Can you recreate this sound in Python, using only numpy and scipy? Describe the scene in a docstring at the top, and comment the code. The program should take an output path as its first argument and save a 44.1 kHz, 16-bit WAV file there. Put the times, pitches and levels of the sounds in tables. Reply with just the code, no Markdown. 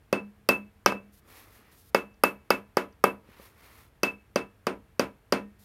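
"""In a small workshop with a low rumble and a faint hum, a mallet strikes an engine's heavy steel pulley.
Three quick volleys follow one another. A gloved hand steadies and damps the pulley, so each blow is a thud,
a knock and a short bright ring: a noise crack, damped sines and decaying room noise.
Between the volleys the arm changes its grip: grainy cloth noise brushes past, the glove slides over
the steel, and small bumps wake the pulley's modes. One last short slide of the glove comes near the end."""
import sys
import numpy as np
from scipy import signal
from scipy.io import wavfile
from scipy.ndimage import uniform_filter1d

SR = 44100
rng = np.random.default_rng(int(sys.argv[2]) if len(sys.argv) > 2 else 0)


def master_out(mix):
    """Clip the mix to full scale and print it as 16-bit PCM to the path in sys.argv[1]."""
    frames = np.transpose(np.atleast_2d(mix))
    ceiling = np.clip(frames, -1, 1)
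    pcm = np.round(ceiling * 32767).astype(np.int16)
    wavfile.write(sys.argv[1], SR, pcm)


N = 248724
TIME = np.arange(N) / SR
AGE = TIME[:int(0.75 * SR)]  # time since a blow (s)

# fine swish of sliding cloth and glove: pitch_hz, relative level (dB per Hz)
SWISH_SPECTRUM = [(1500, -21), (4000, -6.5), (6000, -8), (7500, -11), (12300, -3.5), (15000, -18),
                  (16000, -5)]


def from_db(db):
    """Decibels to gain."""
    return 10 ** (np.asarray(db) / 20)


def rms_one(x):
    """Scale to unit power."""
    return x / np.sqrt(np.mean(x ** 2) + 1e-20)


def at_hz(points, hz):
    """Read (pitch_hz, value) points on a log-frequency axis."""
    freqs, values = np.transpose(points)
    return np.interp(np.log(hz), np.log(freqs), values)


def add(track, start_s, sound):
    """Mix a sound into the track at a time."""
    start = round(start_s * SR)
    track[start:start + len(sound)] += sound[:N - start]


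def noise_bands(size):
    """Narrow bands of noise, about a third of an octave wide, equal in power per Hz: (centre Hz, samples)."""
    edges_hz = np.geomspace(22, 17500, 30)
    run_in = SR // 5  # lets the filters settle
    white = rng.standard_normal((2, size + run_in))
    for k, (low, high) in enumerate(zip(edges_hz, edges_hz[1:])):
        bandpass = signal.butter(2, [low, high], "band", fs=SR, output="sos")
        # neighbouring bands draw on independent noises
        yield np.sqrt(low * high), signal.sosfilt(bandpass, white[k % 2])[run_in:]


def coloured(spectrum):
    """Steady noise with a given spectrum, rms 1."""
    return rms_one(sum(from_db(at_hz(spectrum, hz)) * band for hz, band in noise_bands(N)))


def dying(t60):
    """Exponential decay after a blow, 60 dB in t60 seconds."""
    return from_db(-60 * AGE / t60)


def swelling(rise_s):
    """Smooth build-up at the start of a sound."""
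    return 1 - np.exp(-(AGE / rise_s) ** 2)


def ringing(modes, force, rise_s, scatter_db):
    """Damped sines, neighbours in opposite phase; low modes build up slower, and no two blows are quite alike."""
    out = np.zeros(len(AGE))
    for k, (hz, db, t60) in enumerate(modes):
        gain = from_db(db + at_hz(force, hz) + scatter_db * rng.standard_normal())
        sine = np.sin(2 * np.pi * hz * AGE + np.pi * k)
        out += gain * swelling(rise_s + 0.5 / hz) * dying(t60) * sine
    return out


def beating(cluster):
    """Nearly equal modes ring together and beat."""
    return sum(from_db(db) * dying(t60) * np.sin(2 * np.pi * hz * AGE) for hz, db, t60 in cluster)


def catching(depth_db, size):
    """A gain that wavers as a sliding surface catches and slips; size is the smoothing in samples."""
    waver = rms_one(uniform_filter1d(rng.standard_normal(N), size=size))
    return from_db(depth_db * waver)


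def struck_at(spot):
    """The spot that is hit decides which modes answer: rows (pitch_hz, level_db, t60_s)."""
    # heavily damped modes of mallet, pulley and shaft: pitch_hz, t60_s,
    # then relative level_db when struck at the lower rim, the upper rim, the face
    damped_modes = [(213, 0.026, 6, 7, 7), (400, 0.022, 9, 12.5, 10.5), (551, 0.027, 9.5, 13, 8.5),
                    (787, 0.023, -10, 3.5, 6), (895.4, 0.017, 1, 11.5, 3), (1007, 0.023, 0.5, 2, 8),
                    (1213, 0.023, 8, 12.5, 13.5), (1398, 0.016, -0.5, 12, 9), (1580, 0.045, -6, -5, 2.5),
                    (1903, 0.025, -1, 2.5, 0), (2203, 0.1, -10.5, -2.5, -5.5), (2983, 0.026, 0.5, 0, -2.5),
                    (4727, 0.025, 6.5, 8, 3.5), (5023, 0.014, 6, 9.5, 5.5), (5420, 0.011, 7.5, 11, 15.5),
                    (5850, 0.01, 11.5, -3, 9), (6200, 0.01, 3, -1.5, 6)]
    return [(hz, levels_db[spot], t60) for hz, t60, *levels_db in damped_modes]


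def background():
    """Workshop rumble as low coloured noise, with a faint electric hum of steady sines."""
    # workshop air: pitch_hz, relative level (dB per Hz)
    air_spectrum = [(20, -28), (35, -11), (55, 2), (100, -3), (160, -11), (300, -15), (500, -19),
                    (800, -21.5), (1800, -24), (2600, -28), (4000, -35), (7000, -40), (13000, -36),
                    (16000, -45)]
    # steady hum lines: pitch_hz, level_db (rms)
    hum_lines = [(100, -75), (449, -78), (1635, -87)]
    air_db = -61
    hum = np.zeros(N)
    for hz, db in hum_lines:
        hum += from_db(db) * np.sqrt(2) * np.sin(2 * np.pi * (hz * TIME + rng.random()))
    return from_db(air_db) * coloured(air_spectrum) + hum


def glove():
    """The glove slips over the steel with a thin, slightly uneven swish."""
    # slides: start_s, length_s, level_db
    slides = [(1.118, 0.09, -65), (1.708, 0.2, -63.5), (5.585, 0.066, -63.5)]
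    edge_s = 0.014  # a slide starts and stops within this time
    level = np.zeros(N)
    for start_s, length_s, db in slides:
        nearest_end_s = np.minimum(TIME - start_s, start_s + length_s - TIME)
        level += from_db(db) * np.clip(nearest_end_s / edge_s, 0, 1)
    return level * coloured(SWISH_SPECTRUM) * catching(depth_db=2.0, size=1200)


def sleeve():
    """Cloth slides as the arm speeds up and slows: scuff, rub and swish, grainy from the catching weave."""
    # low scuff of cloth: pitch_hz, relative level (dB per Hz)
    scuff_spectrum = [(100, -9), (250, -1.5), (420, -3.5), (800, -9), (1200, -2), (2500, -37)]
    # dull rub of cloth: pitch_hz, relative level (dB per Hz)
    rub_spectrum = [(400, -18), (900, -2), (1350, -8), (2100, 1.5), (3000, -8.5), (4500, -12), (7000, -29),
                    (12000, -45)]
    # strokes of the sleeve: start_s, length_s, level_db of the rub at full speed, swish_db against the rub
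    strokes = [(1.217, 0.31, -56.5, 0), (1.441, 0.21, -64, 1.5), (1.537, 0.3, -65.5, -7),
               (3.205, 0.29, -62, -7), (3.358, 0.19, -61.5, 1.5), (3.47, 0.4, -61, -2.5),
               (3.677, 0.25, -65, 1.6)]
    scuff_db = -3  # against the rub
    scuff_power, rub_power, swish_power = 1, 2.14, 2.14  # loudness as powers of the arm's speed
    out = np.zeros(N)
    grain = catching(depth_db=1.3, size=300)
    scuff, rub, swish = [coloured(spectrum) for spectrum in (scuff_spectrum, rub_spectrum, SWISH_SPECTRUM)]
    for start_s, length_s, db, swish_db in strokes:
        speed = np.sin(np.pi * np.clip((TIME - start_s) / length_s, 0, 1))
        out += from_db(db + scuff_db) * speed ** scuff_power * scuff
        out += from_db(db) * speed ** rub_power * rub
        out += from_db(db + swish_db) * speed ** swish_power * swish
    return out * grain


def hand():
    """Bumps and nudges wake the pulley's modes: a soft glove mostly the low ones, a harder nudge ticks."""
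    # bumps: start_s, level_db of the push at 400 Hz, treble slope (dB per octave)
    bumps = [(1.398, -76, -4), (1.591, -55, -12), (2.141, -79.5, 3), (2.925, -75.5, 3), (3.243, -63, -3),
             (3.287, -51, -11.5), (3.396, -45, -6), (3.502, -67, -6)]
    out = np.zeros(N)
    modes = struck_at(0)  # as at the lower rim
    for start_s, db, slope in bumps:
        force = [(hz, db + slope * np.log2(hz / 400)) for hz, _, _ in modes]
        add(out, start_s, ringing(modes, force, rise_s=0.0019, scatter_db=1.5))
    return out


def workshop(bands, force, spot):
    """Dense reflections: the middle range returns alike for every blow on a spot, the rest differs."""
    # workshop reverberation: pitch_hz, relative level (dB per Hz)
    room_spectrum = [(30, -32), (80, -18), (140, -8.5), (300, -0.5), (550, 0.5), (800, -4), (1300, 0.5),
                     (2000, -4), (2700, -2.5), (3600, -10.5), (5200, -8), (7500, -17), (12500, -13),
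                     (16000, -39)]
    # workshop decay: pitch_hz, t60_s
    room_decay = [(100, 0.41), (260, 0.26), (700, 0.22), (1840, 0.2), (4850, 0.15), (12800, .2)]
    same, fresh = spot * len(AGE), rng.integers(N - len(AGE))
    out = np.zeros(len(AGE))
    for hz, band in bands:
        start = same if 600 < hz < 2000 else fresh
        gain = from_db(at_hz(force, hz) + at_hz(room_spectrum, hz))
        out += gain * dying(at_hz(room_decay, hz)) * band[start:start + len(AGE)]
    return out * swelling(0.0024)


def contact(bands, force):
    """A burst of bright noise as the mallet face meets the steel."""
    # contact noise: pitch_hz, relative level (dB per Hz)
    crack_spectrum = [(1500, 4), (2500, 1), (3800, -3), (5200, 7), (7500, -3), (9500, 4), (12500, 6.5),
                      (16000, -6.5)]
    lowest_hz = crack_spectrum[0][0]
    start = rng.integers(N - len(AGE))
    hiss = np.zeros(len(AGE))
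    for hz, band in bands:
        if hz > lowest_hz:
            gain = from_db(at_hz(force, hz) + at_hz(crack_spectrum, hz))
            hiss += gain * band[start:start + len(AGE)]
    return hiss * swelling(0.00096) * dying(0.0094)


def reflected(tone, echo_db, t60):
    """Dense wall echoes join a tone and make its decay lumpy."""
    echoes = rng.standard_normal(len(AGE)) * dying(t60) * swelling(0.026)
    echoes /= np.linalg.norm(echoes)
    return tone + from_db(echo_db) * signal.fftconvolve(tone, echoes)[:len(AGE)]


def rim(hold_s, drop_db, drop_s):
    """Close rim modes beat and decay; after hold_s a gain step lowers the ring by drop_db within drop_s."""
    # close modes of the pulley rim: pitch_hz, relative level_db, t60_s
    rim_modes = [(2629, 10, 0.21), (2642, 1.5, 0.08), (2612, 0, 0.27)]
    ring = reflected(beating(rim_modes) * swelling(0.0044), echo_db=-11, t60=0.26)
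    gain_step = from_db(drop_db * np.clip((AGE - hold_s) / drop_s, 0, 1))
    return ring * gain_step


def shimmer():
    """The top overtones of the rim lie so close that they blur into a brief band of noise."""
    # a crowd of thin rim overtones: low_hz, high_hz, t60_s
    low, high, t60 = (8600, 9300, .15)
    bandpass = signal.butter(2, [low, high], "band", fs=SR, output="sos")
    band = rms_one(signal.sosfilt(bandpass, rng.standard_normal(len(AGE))))
    return band * swelling(0.00087) * dying(t60)


def blow_force(colour_db, strength_db, hardness_db, clink_db):
    """The spot's colour, raised by strength, tilted by hardness, with more or less clink: rows (Hz, dB)."""
    # where weight, thud, knock, clink and crack lie: pitch_hz
    blow_hz = [180, 500, 1100, 5200, 11000]
    knee_hz = 549  # hardness tilts everything above this pitch
    clink_hz, clink_octaves = 5200, 0.61  # middle and width of the clink
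    hz = np.array(blow_hz)
    tilt = hardness_db * np.maximum(0, np.log2(hz / knee_hz))
    clink = clink_db * np.exp(-(np.log2(hz / clink_hz) / clink_octaves) ** 2)
    return list(zip(hz, np.array(colour_db) + strength_db + tilt + clink))


def mallet():
    """Each blow: a crack at the contact, damped modes, the ring of rim and block, and the room."""
    # blows, the fourth a rebound: start_s, spot (0 lower rim, 1 upper rim, 2 face), strength_db,
    # hardness (dB per octave), extra clink_db, rim ring_db, engine boom_db
    blows = [(0.1269, 0, -20.5, -1.2, 0.5, -37.5, -34.5), (0.4883, 0, -18.5, 2, -5, -26, -35),
             (0.86, 2, -19.5, -0.67, 5.5, -34.5, -37.5), (0.9207, 2, -31.5, -3, -7, -47, -41.5),
             (1.946, 1, -22, -0.3, -1, -34.5, -45), (2.2359, 1, -21, 0.94, -6, -29.5, -46),
             (2.504, 1, -21.5, 0, -1.5, -32.5, -46), (2.7692, 1, -22, -1, -0.5, -43.5, -60),
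             (3.0392, 2, -18.5, -0.2, -7.5, -37, -46.5), (4.0319, 0, -22.5, 1.5, 0, -30, -46),
             (4.3582, 0, -22, -.4, 2.5, -39.5, -56.5), (4.6677, 0, -21.5, -1.2, 1, -48.5, -50),
             (4.9944, 0, -20.5, .3, 0.5, -44, -54.5), (5.3229, 0, -18, -0.66, 3, -44.5, -35.5)]
    # colour of a blow on the lower rim, the upper rim, the face:
    # tinkle_db, then relative weight_db, thud_db, knock_db, clink_db, crack_db
    spots = [(-27.5, -2, 0, -4.5, -12.5, -18.5), (-33, -3, 0, -0.34, -8, -10.5),
             (-34.5, -2, 0.002, -0.5, -9, -11)]
    # longer modes of the engine block and its stand: pitch_hz, relative level_db, t60_s
    block_modes = [(150, -21.5, 0.037), (191, -19.5, 0.15), (198.4, -11.5, 0.31), (266.5, -9, 0.22),
                   (300.4, -12.5, 0.23), (371, -5.5, 0.18), (459, -10, 0.23), (456, -11, 0.053),
                   (578, -13, 0.22), (616.2, -30, 0.22), (770, -20.5, 0.18), (993, -12.5, 0.23),
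                   (1060, -18.5, 0.19), (1270, -31, 0.26), (1320, -16.5, 0.19), (1360, -40, .22),
                   (1510, -27.5, 0.23), (1760, -40, .25), (1660, -21, 0.12), (1912, -28, 0.22),
                   (2270, -17.5, 0.22)]
    # lightly damped steel parts that ring on faintly: pitch_hz, relative level_db, t60_s
    after_ring = [(642, -45, .8), (843, -45, .65), (945, -35, .4), (1275, -37, .45), (1595, -45, .7),
                  (1722, -46, .7), (1841, -44, .7), (2272, -42, .65)]
    # close modes of the whole engine that beat: pitch_hz, relative level_db, t60_s
    boom_modes = [(207.1, 7.1, 0.45), (200.66, 2.4, .48)]
    out = np.zeros(N)
    bands = list(noise_bands(N))
    for start_s, spot, strength_db, hardness_db, clink_db, rim_db, boom_db in blows:
        tinkle_db, *colour_db = spots[spot]
        force = blow_force(colour_db, strength_db, hardness_db, clink_db)
        crack = from_db(18.0) * contact(bands, force)
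        knock = from_db(3.5) * ringing(struck_at(spot), force, rise_s=0.0013, scatter_db=1.94)
        block = from_db(2.5) * ringing(block_modes, force, rise_s=0.015, scatter_db=0.8)
        trail = ringing(after_ring, force, rise_s=0.012, scatter_db=4.5)
        rim_ring = from_db(rim_db) * rim(hold_s=0.076, drop_db=-8.5, drop_s=0.0093)
        tinkle = from_db(strength_db + tinkle_db) * shimmer()
        boom = from_db(boom_db) * beating(boom_modes) * swelling(0.04)
        room = from_db(10.0) * workshop(bands, force, spot)
        add(out, start_s, crack + knock + block + trail + rim_ring + tinkle + boom + room)
    return out


def scene():
    """Everything at one close microphone."""
    return (mallet() + sleeve() + glove() + hand() + background())[None]


def record(dry):
    """The hardest peaks are rounded by a soft limit and the top treble is cut steeply."""
    ceiling, cutoff_hz = 1.4, 16300
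    rounded = ceiling * np.tanh(dry / ceiling)
    # the stopband, 70 dB down, begins a little above the cutoff
    lowpass = signal.cheby2(14, 70, cutoff_hz + 600, fs=SR, output="sos")
    return signal.sosfilt(lowpass, rounded)


dry = scene()
out = record(dry)
master_out(out)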